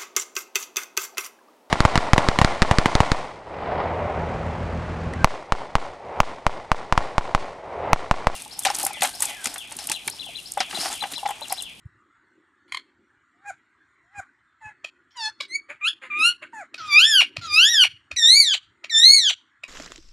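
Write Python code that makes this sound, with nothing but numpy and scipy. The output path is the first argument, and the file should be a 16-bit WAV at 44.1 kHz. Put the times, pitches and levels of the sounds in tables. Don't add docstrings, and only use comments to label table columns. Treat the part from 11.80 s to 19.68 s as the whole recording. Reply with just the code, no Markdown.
import sys
import numpy as np
from scipy import signal
from scipy.fft import rfft, irfft
from scipy.io import wavfile
from scipy.ndimage import uniform_filter1d, minimum_filter1d, map_coordinates

SR = 44100
rng = np.random.default_rng(int(sys.argv[2]) if len(sys.argv) > 2 else 0)


def digitize_waveform(pressure):
    field = np.atleast_2d(pressure).T
    bounded = np.clip(field, -1, 1)
    quanta = np.round(bounded * 32767).astype(np.int16)
    wavfile.write(sys.argv[1], SR, quanta)


def how_loud(loudness_db):
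    steps = np.asarray(loudness_db, float) / 20
    return 10 ** steps


N = 347508

# frequency in Hz, level in dB per Hz.
STREET_HISS = [(500, -40), (700, -20), (1000, -8), (1400, 0), (2000, -2), (2500, -18), (3400, -20),
               (4450, -24), (4800, -35), (5400, -31), (7600, -24), (8800, -30), (9300, -60), (16000, -72)]
# frequency in Hz, level in dB per Hz.
STREET_HUM = [(150, -49.5), (220, -10), (320, 12.5), (420, -23), (520, -30.5), (700, -41), (2500, -91.5)]
# frequency in Hz, level in dB per Hz.
LOW_RUMBLE = [(20, -38.5), (40, -30.5), (65, -8.5), (90, 2), (118, 10.5), (150, -20.5), (220, -23),
              (300, -41.5), (1000, -90.5)]
# frequency in Hz, level in dB per Hz.
GAP_AIR = [(350, -38), (480, -8.5), (650, 25), (850, -18), (1100, -36.5), (2500, -79.5)]
# time in seconds, level in dB.
TRAFFIC_SWELL = [(0, -76), (.3, -71.5), (.9, -67), (1.5, -73.5), (2.75, -78), (3.4, -71.5), (3.75, -60),
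                 (4.0, -76.5), (4.4, -49.5), (4.6, -66.5), (5, -58.5), (5.6, -59.5), (6.1, -78), (6.4, -62),
                 (6.6, -90), (7.15, -60.5), (7.3, -75), (7.88, -77)]
# centre in seconds, rumble level in dB, half width in seconds.
HAND_SHIFTS = [(.1, -67, 0.125), (2.39, -45, 0.013), (2.86, -56, 0.018), (4.45, -65.5, 0.11),
               (5.08, -63.5, 0.071), (5.618, -49, 0.064), (5.949, -59.5, 0.2), (6.381, -71, 0.103),
               (6.889, -65, 0.0387)]
# start in seconds, peak in dB, pitch in Hz, half width in seconds.
FINGER_THUMPS = [
    (0.045, -31, 95.8, 0.0051),
    (0.159, -63, 113, 0.016),
    (5.57, -32.5, 116, 0.0055),
    (5.701, -45.5, 85, 0.03),
    (6.127, -50.5, 108.8, 0.008),
    (6.321, -42.5, 72.7, 0.0127),
]
# start in seconds, level in dB.
BEAK_TICKS = [(.056, -48), (5.14, -25), (6.54, -33), (7.16, -31), (6.46, -27), (6.48, -21), (7.22, -21)]

# delay in seconds, level in dB.
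WALL_ECHOES = [(.0088, -16), (.0122, -14), (.0157, -18), (.0187, -19), (.0244, -17)]
# frequency in Hz, time to fall 60 dB in seconds.
WALL_DECAY = [(500, .1), (1500, .27), (3000, .32), (5000, .27), (12000, .25)]
# frequency in Hz, level in dB.
REFLECTION_COLOUR = [(600, -10), (900, -7), (1500, 0), (2400, -2), (3200, 1), (4500, 1), (6000, -1),
                     (8000, 0), (12000, -3)]
# start in seconds, gain in dB, time held in seconds.
SUPPRESSOR_BITES = [(.981, -3, .5), (1.0, -3, .5), (3.1, -7, .2), (3.5, -5, .09), (3.8, -6, .085),
                    (4.14, -6, .05), (4.19, -10, .025), (4.53, -3, .09), (4.57, -6, .05), (5.455, -3, .04),
                    (5.495, -7, .06), (6.08, -5, .22), (6.782, -6, .25), (7.541, -7, .28)]

# start in seconds, peak in dB, length in seconds, first and last Hz, roughness 0-1.
LEAD_IN_BREATH = (.878, -55, .045, 1050, 1100, .7)
# start in seconds, peak in dB, length in seconds.
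TRILL_PULSES = [
    (.9215, -17, 0.011),
    (0.9453, -14, 0.012),
    (0.9705, -17, 0.011),
]
# frequency in Hz, level in dB.
TRILL_THROAT = [(500, -23), (1050, 0), (2150, 6.5), (3200, 1.5), (4300, 5), (5400, -15), (7300, -11.5),
                (9500, -12.5), (16000, -43.5)]
# time in seconds, pitch in Hz, effort in dB, tongue 0 forward to 1 back,
# brightness of the higher partials in dB.
SOFT_CHIRPS = [
    [(1.54, 680, -74, 0.2, -13.5), (1.6, 744, -75, 0.7, -26.5), (1.64, 822, -70, 1, -26),
     (1.66, 803.4, -41.5, 0.54, -18), (1.69, 826, -30, 0.34, -16), (1.701, 772, -32, 0.48, -11),
     (1.712, 684, -36, 0.83, -20.5)],
    [(2.236, 666, -75, 0.24, -12.5), (2.296, 734, -77.5, 0.75, -24), (2.336, 824, -69, 0.9, -26),
     (2.356, 818, -40, 0.4, -25), (2.385, 820, -30, 0.16, -16), (2.396, 786, -34.5, 0.7, -9.5),
     (2.407, 676, -38, 0.8, -14)],
    [(2.803, 920, -71, 0.6, -26), (2.82, 885, -55, 1, -14), (2.86, 850, -33, 0.26, -26),
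     (2.895, 858, -35.5, 0.42, -27), (2.92, 820, -70, 0.95, -24)],
    [(4.73, 940, -46, 1, -18), (4.75, 885, -47.5, 0.99, -5.5), (4.79, 850, -35.5, 0.52, -17),
     (4.815, 742, -34.5, 0.38, -21), (4.838, 600, -47.5, 0.8, -24)],
]
# frequency in Hz, level in dB.
SOFT_TONGUE_BACK = [(600, 4.5), (900, 9.5), (1600, 8.5), (2500, -9)]
# frequency in Hz, level in dB.
SOFT_TONGUE_FORWARD = [(600, 7), (900, -16), (1600, -11.5), (2500, 2.5)]
# levels in dB of partials 1, 2 and 3.
SOFT_MEMBRANES = [-3, -3.5, -9]
# frequency in Hz, level in dB.
SHUT_BEAK = [(3200, -16), (4600, -11), (5500, -15), (7000, 9), (9000, -10), (11500, -18), (12500, -32.5)]
# start in seconds, peak in dB, length in seconds, first and last Hz.
THROAT_RASPS = [
    (1.699, -47, 0.017, 805, 636),
    (2.389, -59, .024, 764, 762),
    (3.887, -28.5, 0.057, 539, 616),
    (4.214, -31, 0.075, 547, 506),
    (4.619, -28, 0.033, 612, 606),
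]
# frequency in Hz, level in dB.
RASP_THROAT = [(400, -24.5), (560, 2), (900, -3.5), (1600, 4), (2300, 9.5), (3300, -10.5), (4600, -16),
               (5600, -53), (7000, -8.5), (8200, -28.5), (10000, -21.5), (12000, -45)]
# start in seconds, peak in dB, length in seconds, share of the usual pitch.
THROAT_CLUCKS = [
    (3.043, -18.5, .00924, 1),
    (3.602, -14, .013, .89),
    (4.941, -20.5, .0076, 1),
    (5.564, -17.5, .009, 1),
    (6.311, -19.5, .01, .98),
    (7.04, -21, .0085, 1),
    (7.834, -20, .0087, 1),
]
# frequency in Hz, level in dB.
CLUCK_THROAT = [(400, -32.5), (650, -8), (1200, -10), (1700, -22), (2400, 7), (3200, -8.5), (4200, -7.5),
                (5500, -15), (7200, -17.5), (9000, -28.5), (12000, -36), (16000, -56.5)]
# start in seconds, peak in dB, length in seconds, first and last Hz.
THROAT_MURMURS = [
    (3.305, -56.5, 0.12, 1072, 1130),
    (4.975, -40, 0.21, 628, 682),
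    (5.61, -40.5, 0.19, 669, 620),
]
# frequency in Hz, level in dB.
HALFWAY_LINES = [(500, -27), (700, -20.5), (1900, -13.5), (3200, -6.5), (4400, -12), (5600, -6),
                 (7000, -23.5), (9000, -39.5)]

# frequency in Hz, level in dB.
LOUD_TONGUE_BACK = [(900, 26.5), (1300, -20), (1800, -18), (2300, 18), (2900, 10), (3700, 5), (4500, -24),
                    (6300, -7.5), (7000, -8.5)]
# frequency in Hz, level in dB.
LOUD_TONGUE_FORWARD = [(900, -33), (1300, 11), (1800, 25.5), (2300, -26), (2900, -25), (3700, -11),
                       (4500, 23), (6300, 12), (7000, 5.5)]
# time in seconds, pitch in Hz, effort in dB, tongue 0 forward to 1 back,
# brightness of the higher partials in dB.
SHORT_WHISTLES = [
    [(3.345, 1062, -86, 1.0, -21), (3.37, 992, -64, 1.0, 20), (3.4, 918, -53.5, 0.75, 19),
     (3.43, 876.7, -50, 0.65, 18), (3.46, 863.3, -44.5, 0.59, 18), (3.485, 868, -46.5, 0.63, 10.5),
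     (3.5, 950, -76, 0.85, -12)],
    [(3.68, 2035, -73, 0.83, 3), (3.71, 2040, -49.5, 0.91, -5.5), (3.74, 2190, -41.5, 0.7, -18),
     (3.758, 2274, -31.5, 0.74, -11.5), (3.775, 2130, -55, 1, -14)],
]
# frequency in Hz, level in dB.
BEAK_SHORT = [(3000, 7.5), (3950, -0.5), (4660, 7.5), (5400, -1.5), (6260, -5), (7000, -13), (8800, -17),
              (10300, -22), (11500, -40), (15500, -58)]
# time in seconds, pitch in Hz, effort in dB, tongue 0-1, brightness in dB.
RISING_CALLS = [
    [(4.01, 1223, -48, 0.41, -30), (4.03, 1184, -40, 0.42, -23), (4.05, 1271, -32, 0.52, -11),
     (4.07, 1404, -30, 0.5, -10), (4.082, 1660, -33.5, 0.65, -8), (4.092, 1794, -36.5, 0.61, -0.5)],
    [(4.3, 1275, -42, 0.28, -31), (4.31, 1186, -40.5, 0.47, -24.5), (4.345, 1191, -36, 0.4, -28.5),
     (4.41, 1257, -29, 0.33, -7), (4.44, 1340, -28, 0.49, -6.5), (4.465, 1410, -23.5, 0.5, -2),
     (4.497, 1437, -29.5, 0.52, -4), (4.51, 1506, -46, 0.67, -14)],
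]
# levels in dB of partials 1, 2 and 3.
RISING_MEMBRANES = [2.5, 17.5, 2]
# frequency in Hz, level in dB.
BEAK_RISING = [(4500, 3), (5300, -10), (6300, -10), (7100, -11.5), (8500, -21.5), (10000, -6.5),
               (11500, -28), (13000, -34), (15500, -32)]
# time in seconds, pitch in Hz, effort in dB, tongue 0-1, brightness in dB.
LONG_LOW_CALLS = [
    [(4.978, 1548, -55.5, 0.31, -4.5), (5.01, 1290, -49, 0.021, -31), (5.085, 1220, -37, 0.099, -4),
     (5.13, 1148, -30.5, 0.5, 7), (5.18, 1236, -23.5, 0.58, -3), (5.255, 1740, -30, 0.53, -2),
     (5.29, 1819, -37.5, 0.28, 6.5), (5.36, 1571, -26, 0.56, -4), (5.41, 1370, -25, 0.61, -5.5)],
    [(5.612, 1426, -59, 0, 2), (5.65, 1339, -49, 0.015, 0.5), (5.7, 1200, -36.5, 0.14, 1),
     (5.74, 1203, -30.5, 0.36, 14), (5.79, 1328, -24.5, 0.58, -2), (5.86, 1703, -27, 0.58, -1.5),
     (5.91, 1958, -41, 0.12, 4), (5.985, 1619, -26.5, 0.61, -5), (6.04, 1399, -23.5, 0.58, -0.5)],
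]
# frequency in Hz, level in dB.
BEAK_LOW = [(3000, 15), (4800, 10), (5600, -3), (6300, -10), (7200, -12.5), (8100, -41), (8900, -17),
            (9600, -26), (10800, -16.5), (12700, -36.5), (13700, -39), (15500, -34.5)]
# frequency in Hz, level in dB.
LOW_PLUNGE_THROAT = [(450, -35), (650, -5), (900, -17), (1500, -12), (2000, -14), (2450, 9), (3000, -6.5),
                     (4200, -15), (6000, -23.5), (8800, -23), (11000, -32), (15500, -53)]
# time in seconds, pitch in Hz, effort in dB, tongue 0-1, brightness in dB.
LONG_HIGH_CALLS = [
    [(6.365, 2009, -43.5, 0.0, -1), (6.385, 1906, -38, 0.19, 7.5), (6.42, 1830, -36.5, 0.3, 13),
     (6.44, 1776, -26, 0.58, -1), (6.48, 1893, -30, 0.53, 6), (6.585, 2331, -19.5, 0.68, -9.5),
     (6.61, 2237, -23, 0.64, -5), (6.655, 1910, -37, 0.57, 3), (6.738, 1481, -32, 0.54, 3.5)],
    [(7.098, 2125, -41, 0.88, -31), (7.112, 1844, -47.5, 0.075, 11), (7.15, 1765, -30, 0.56, 2),
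     (7.185, 1792, -28.5, 0.46, 8.5), (7.225, 1879, -30.5, 0.6, 3), (7.262, 2091, -24.5, 0.46, -1),
     (7.352, 2245, -22, 0.67, -5.5), (7.41, 1936, -37.5, 0.52, 5), (7.498, 1451, -30.5, 0.58, 5.5)],
]
# levels in dB of partials 1, 2 and 3.
HIGH_MEMBRANES = [-3.5, 17.5, 3]
# frequency in Hz, level in dB.
BEAK_HIGH = [(1760, -30), (3000, 13.5), (3950, -1), (4660, 12), (6260, -0.5), (6940, 1.5), (8290, -26),
             (10600, -25), (12700, -49.5), (14300, -44), (15500, -34)]
# start in seconds, peak in dB, length in seconds,
# first and last Hz, roughness 0-1.
HIGH_SNAPS = [
    (6.361, -19, 0.017, 2473, 1986, 0.3),
    (7.095, -26.5, 0.019, 2406, 1986, 0.1),
]
# frequency in Hz, level in dB.
HIGH_PLUNGE_THROAT = [(450, -21), (650, -9), (900, -21), (1500, -15), (2200, -6.5), (2900, 4), (4000, -1.5),
                      (5500, -24), (7500, -7.5), (9000, -28), (10000, -44), (15000, -35)]
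# centre in Hz, width in Hz, depth in dB.
MIC_PORT_DIPS = [(6300, 216, -9.5), (7760, 290, -7.5), (13600, 400, -6.5)]


def unit(x):
    return x / np.sqrt(np.mean(x ** 2) + 1e-20)


def along(points, hz):
    f, value = np.transpose(points)
    return np.interp(np.log(hz + 1), np.log(f + 1), value)


def wobble(size, rate):
    knots = rng.standard_normal(size // 20 + 4)
    return map_coordinates(knots, [np.arange(size) * min(rate, 2000) / SR])


def add(track, s, x):
    part = track[round(s * SR):][:len(x)]
    part += x[:len(part)]


def loudness_db(x, linger_s):
    span = round(.011 * SR)
    power = uniform_filter1d(uniform_filter1d(x ** 2, span), span)
    keep = np.exp(-1 / (linger_s * SR))
    return 10 * np.log10(np.abs(signal.lfilter([1 - keep], [1, -keep], power)) + 1e-10)


def suppressor_db(voice):
    low_voice_hz, opens_from_db, opens_db = 1420, -75, 11.5
    ducks_from_db, ducks = -30, .5
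    hz = np.fft.rfftfreq(N, 1 / SR)
    low = irfft(rfft(voice) / (1 + (hz / low_voice_hz) ** 12), N)
    opens = np.clip((loudness_db(low, .005) - opens_from_db) / 18, 0, 1)
    return opens_db * opens - ducks * np.maximum(loudness_db(voice, .0036) - ducks_from_db, 0)


def rush(spectrum, patchy_db):
    hz, _, z = signal.stft(rng.standard_normal(N), SR, nperseg=512)
    field = uniform_filter1d(rng.standard_normal(z.shape), size=2, axis=0)
    field = uniform_filter1d(field, size=15, axis=1)
    z = z * how_loud(patchy_db * unit(field) + along(spectrum, hz)[:, None])
    return unit(signal.istft(z, SR, nperseg=512)[1][:N])


def street(voice):
    rest_hiss_db, rest_rumble_db, upper_hz, upper_opens = -65.5, -79.5, 2600, .6
    now, gate_db = np.arange(N) / SR, suppressor_db(voice)
    hiss_db = rest_hiss_db + gate_db
    hiss = rush(STREET_HISS, patchy_db=4.5)
    upper = irfft(rfft(hiss) * (np.fft.rfftfreq(N, 1 / SR) > upper_hz), N)
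    upper_db = rest_hiss_db + np.minimum(gate_db, upper_opens * gate_db + 2)
    hiss = how_loud(hiss_db) * (hiss - upper) + how_loud(upper_db) * upper
    air = how_loud(-92.5 + 1.57 * (hiss_db + 64.5)) * rush(GAP_AIR, patchy_db=2)
    hum_db = np.interp(now, *np.transpose(TRAFFIC_SWELL)) + .12 * gate_db
    hum = how_loud(hum_db) * rush(STREET_HUM, patchy_db=4.8)
    grip = sum(how_loud(db) * np.exp(-((now - s) / half) ** 2) for s, db, half in HAND_SHIFTS)
    rumble = (how_loud(rest_rumble_db + .7 * gate_db) + grip) * rush(LOW_RUMBLE, patchy_db=4)
    return hiss + air + hum + rumble


def thumps():
    out, t = np.zeros(N), np.arange(SR // 10) / SR - .017
    for s, db, hz, half in FINGER_THUMPS:
        add(out, s, how_loud(db + 2) * np.exp(-(t / half) ** 2) * np.cos(2 * np.pi * hz * t))
    return out


def ticks():
    out, t = np.zeros(N), np.arange(200) / SR
    for s, db in BEAK_TICKS:
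        click = np.diff(uniform_filter1d(rng.standard_normal(len(t) + 1), size=7))
        add(out, s, how_loud(db - 60 * t / .0033) * click)
    return out


def walls(x, dense_db, held_s, late_db):
    hz, t, z = signal.stft(rng.standard_normal(SR // 2), SR, nperseg=128)
    tail = signal.istft(z * how_loud(-60 * t / along(WALL_DECAY, hz)[:, None]), SR, nperseg=128)[1]
    age = np.arange(len(tail)) / SR
    tail = tail * how_loud(late_db * np.clip((age - held_s) / .0035, 0, 1)) * np.clip(age / .006, 0, 1)
    tail = how_loud(dense_db) * tail / np.linalg.norm(tail)
    for k, (delay, db) in enumerate(WALL_ECHOES):
        tail[round(delay * SR)] += (-1) ** k * how_loud(db)
    coloured = irfft(rfft(x) * how_loud(along(REFLECTION_COLOUR, np.fft.rfftfreq(N, 1 / SR))), N)
    now, split = np.arange(N) / SR, np.clip(age / held_s - .5, 0, 1)
    far = signal.fftconvolve(coloured, tail * split)[:N]
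    near = signal.fftconvolve(coloured, tail * (1 - split))[:N]
    wet = near + map_coordinates(far, [(now + .000032 * wobble(N, 300)) * SR])
    bite_db = np.zeros(N)
    for s, db, held in SUPPRESSOR_BITES:
        deeper = 1 + .8 * np.exp(-np.abs(now - s) / .02)
        bite_db += db * np.clip((now - s) / .0019, 0, 1) * (now < s + held) * deeper
    flutter_db = 1.8 * wobble(N, 70)
    return how_loud(bite_db + flutter_db) * wet


def partials(pitch):
    k = np.arange(1, 15500 // pitch.min() + 1)[:, None]
    phase = k * 2 * np.pi * np.cumsum(pitch) / SR + k * k
    return k * pitch, np.sin(phase) * (k * pitch < 16000)


def bursts(rows, throat, rise, fall, bend=.62):
    out = np.zeros(N)
    for s, db, length, first_hz, last_hz, rough in rows:
        u = np.linspace(0, 1, round(length * SR))
        hz, waves = partials(first_hz + (last_hz - first_hz) * u ** bend)
        share = np.clip(rough * hz / 1500, 0, 1)
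        breath = np.array([wobble(len(u), 700) for _ in hz])
        waves *= np.sqrt(1 - share) + np.sqrt(share) * breath
        tone = unit((how_loud(along(throat, hz)) * waves).sum(axis=0))
        shape = np.minimum(u / rise, 1) * np.minimum((1 - u) / (1 - rise), 1) ** fall
        add(out, s, how_loud(db - 7) * shape * tone)
    return out


def trill():
    pulses = [(*row, 1140, 990, .13) for row in TRILL_PULSES]
    lead_in = bursts([LEAD_IN_BREATH], TRILL_THROAT, rise=.07, fall=.15)
    return lead_in + bursts(pulses, TRILL_THROAT, rise=.12, fall=1.6)


def sung(tables, back, forward, source_db, open_beak, low_bright_db, widest, jitter, breath, edge_s):
    dulls_from_db, dulls, dull_hz = -7, .9, 3700
    haze_share, haze_from_hz, haze_full_hz = .3, 3500, 11000
    out = np.zeros(N)
    for rows in tables:
        s, pitch, effort_db, tongue, bright_db = np.transpose(rows)
        t = np.arange(s[0], s[-1], 1 / SR)
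        glide = uniform_filter1d(np.interp(t, s, pitch), size=len(t) // 14, mode="nearest")
        hz, waves = partials(glide * (1 + jitter * wobble(len(t), 248.7)))
        lift = np.clip(np.interp(t, s, tongue), 0, 1)
        centres = np.array([[1], [2], [3]]) * glide
        throat_db = lift * along(back, centres) + (1 - lift) * along(forward, centres)
        lower_db = np.interp(t, s, effort_db) + throat_db + np.array(source_db)[:, None]
        upper_db = np.interp(t, s, effort_db + bright_db)
        dullness_db = np.minimum(np.interp(t, s, bright_db) - dulls_from_db, 0)
        lower_db[2] += dulls * np.exp(-((centres[2] - dull_hz) / 700) ** 2) * dullness_db
        gape = np.clip((upper_db + 48) / 9, 0, widest)
        tilt_db = .4 * (lower_db[1] + 20) - low_bright_db * np.log2(glide / 1600)
        shape_db = gape * along(open_beak, hz) + (1 - gape) * along(SHUT_BEAK, hz)
        gains = how_loud(shape_db + gape * tilt_db * np.log2(np.maximum(hz, 6000) / 6000))
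        gains[3:] *= how_loud(upper_db) / np.linalg.norm(gains[3:], axis=0)
        gains[:3] = how_loud(lower_db)
        leak = .5 * (1 - gape) * np.clip(hz / 2000 - (.9 if widest else 2.6), 0, 1)
        haze = haze_share * gape * np.clip((hz - haze_from_hz) / (haze_full_hz - haze_from_hz), 0, 1)
        air = breath + haze + leak * (glide < 1600)
        gains *= 1 - air ** 2 + air * np.array([wobble(len(t), 900) for _ in hz])
        gains *= how_loud(np.clip(hz / 2600, 1, 3) * np.array([wobble(len(t), 35) for _ in hz]))
        fade = np.clip(np.minimum(t - t[0], t[-1] - t) / edge_s, 0, 1)
        add(out, s[0], np.sqrt(2) * fade * (gains * waves).sum(axis=0))
    return out


def chirps():
    return sung(SOFT_CHIRPS, SOFT_TONGUE_BACK, SOFT_TONGUE_FORWARD, SOFT_MEMBRANES, BEAK_HIGH, 8,
                widest=0, jitter=.006, breath=.08, edge_s=.004)


def rasps():
    return bursts([(*row, .57) for row in THROAT_RASPS], RASP_THROAT, rise=.3, fall=1.1)


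def clucks():
    rows = [(*row, share * 675, share * 618, .2) for *row, share in THROAT_CLUCKS]
    return bursts(rows, CLUCK_THROAT, rise=.68, fall=.69)


def murmurs():
    return bursts([(*row, 1.9) for row in THROAT_MURMURS], HALFWAY_LINES, rise=.03, fall=.37)


def loud_calls(tables, source_db, open_beak, low_bright_db):
    return sung(tables, LOUD_TONGUE_BACK, LOUD_TONGUE_FORWARD, source_db, open_beak, low_bright_db,
                widest=.94, jitter=.0035, breath=.055, edge_s=.003)


def whistles():
    return loud_calls(SHORT_WHISTLES, [5.7, 14.5, 4.5], BEAK_SHORT, 4)


def rising_calls():
    return loud_calls(RISING_CALLS, RISING_MEMBRANES, BEAK_RISING, 8.5)


def doubling():
    out, t = np.zeros(N), np.arange(round(.071 * SR)) / SR
    for rows, db in zip(LONG_LOW_CALLS, [-47.5, -46]):
        s, pitch = np.transpose(rows)[:2]
        half = uniform_filter1d(np.interp(t + s[0], s, pitch), size=1400, mode="nearest") / 2
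        hz, waves = partials(half)
        gains = how_loud(along(HALFWAY_LINES, hz) + 3 * np.array([wobble(len(t), 400) for _ in hz]))
        fade = np.clip(np.minimum(t / .00265, (t[-1] - t) / .024), 0, 1)
        lines = (gains * waves)[::2].sum(axis=0)
        add(out, s[0], how_loud(db) * fade * unit(lines))
    return out


def plunges(calls, peaks_db, throat, fall, bend):
    rows = [(call[-1][0] - .003, db, .021, call[-1][1], 600, .05) for call, db in zip(calls, peaks_db)]
    return bursts(rows, throat, rise=.12, fall=fall, bend=bend)


def low_calls():
    calls = loud_calls(LONG_LOW_CALLS, [.5, 17, 4], BEAK_LOW, 8)
    ends = plunges(LONG_LOW_CALLS, [-4, -4.5], LOW_PLUNGE_THROAT, fall=.7, bend=.7)
    return calls + doubling() + ends


def high_calls():
    snaps = bursts(HIGH_SNAPS, TRILL_THROAT, rise=.12, fall=1.6)
    calls = loud_calls(LONG_HIGH_CALLS, HIGH_MEMBRANES, BEAK_HIGH, 8)
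    ends = plunges(LONG_HIGH_CALLS, [-8.5, -9], HIGH_PLUNGE_THROAT, fall=.6, bend=.8)
    return snaps + calls + ends


def bird():
    soft = ticks() + trill() + chirps() + rasps() + clucks() + murmurs()
    return soft + whistles() + rising_calls() + low_calls() + high_calls()


def scene():
    voice = bird()
    mono = voice + walls(voice, dense_db=-11.5, held_s=.05, late_db=-5) + street(voice) + thumps()
    return np.array([mono, mono])


def roll_off(x):
    return signal.sosfilt(signal.butter(12, 16270, fs=SR, output="sos"), x)


def record(dry):
    ceiling, span = .88, round(.004 * SR)
    needed = minimum_filter1d(ceiling / np.maximum(np.abs(dry), ceiling), size=span)
    held = dry * uniform_filter1d(needed, size=span)
    hz = np.fft.rfftfreq(N, 1 / SR)
    edges = np.clip((15700 - hz) / 500, 0, 1) / (1 + (55 / (hz + 1)) ** 4)
    port_db = sum(db * np.exp(-((hz - centre) / width) ** 2) for centre, width, db in MIC_PORT_DIPS)
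    mix = irfft(rfft(held) * how_loud(port_db) * edges, N)
    return roll_off(mix)


dry = scene()
out = record(dry)
digitize_waveform(out)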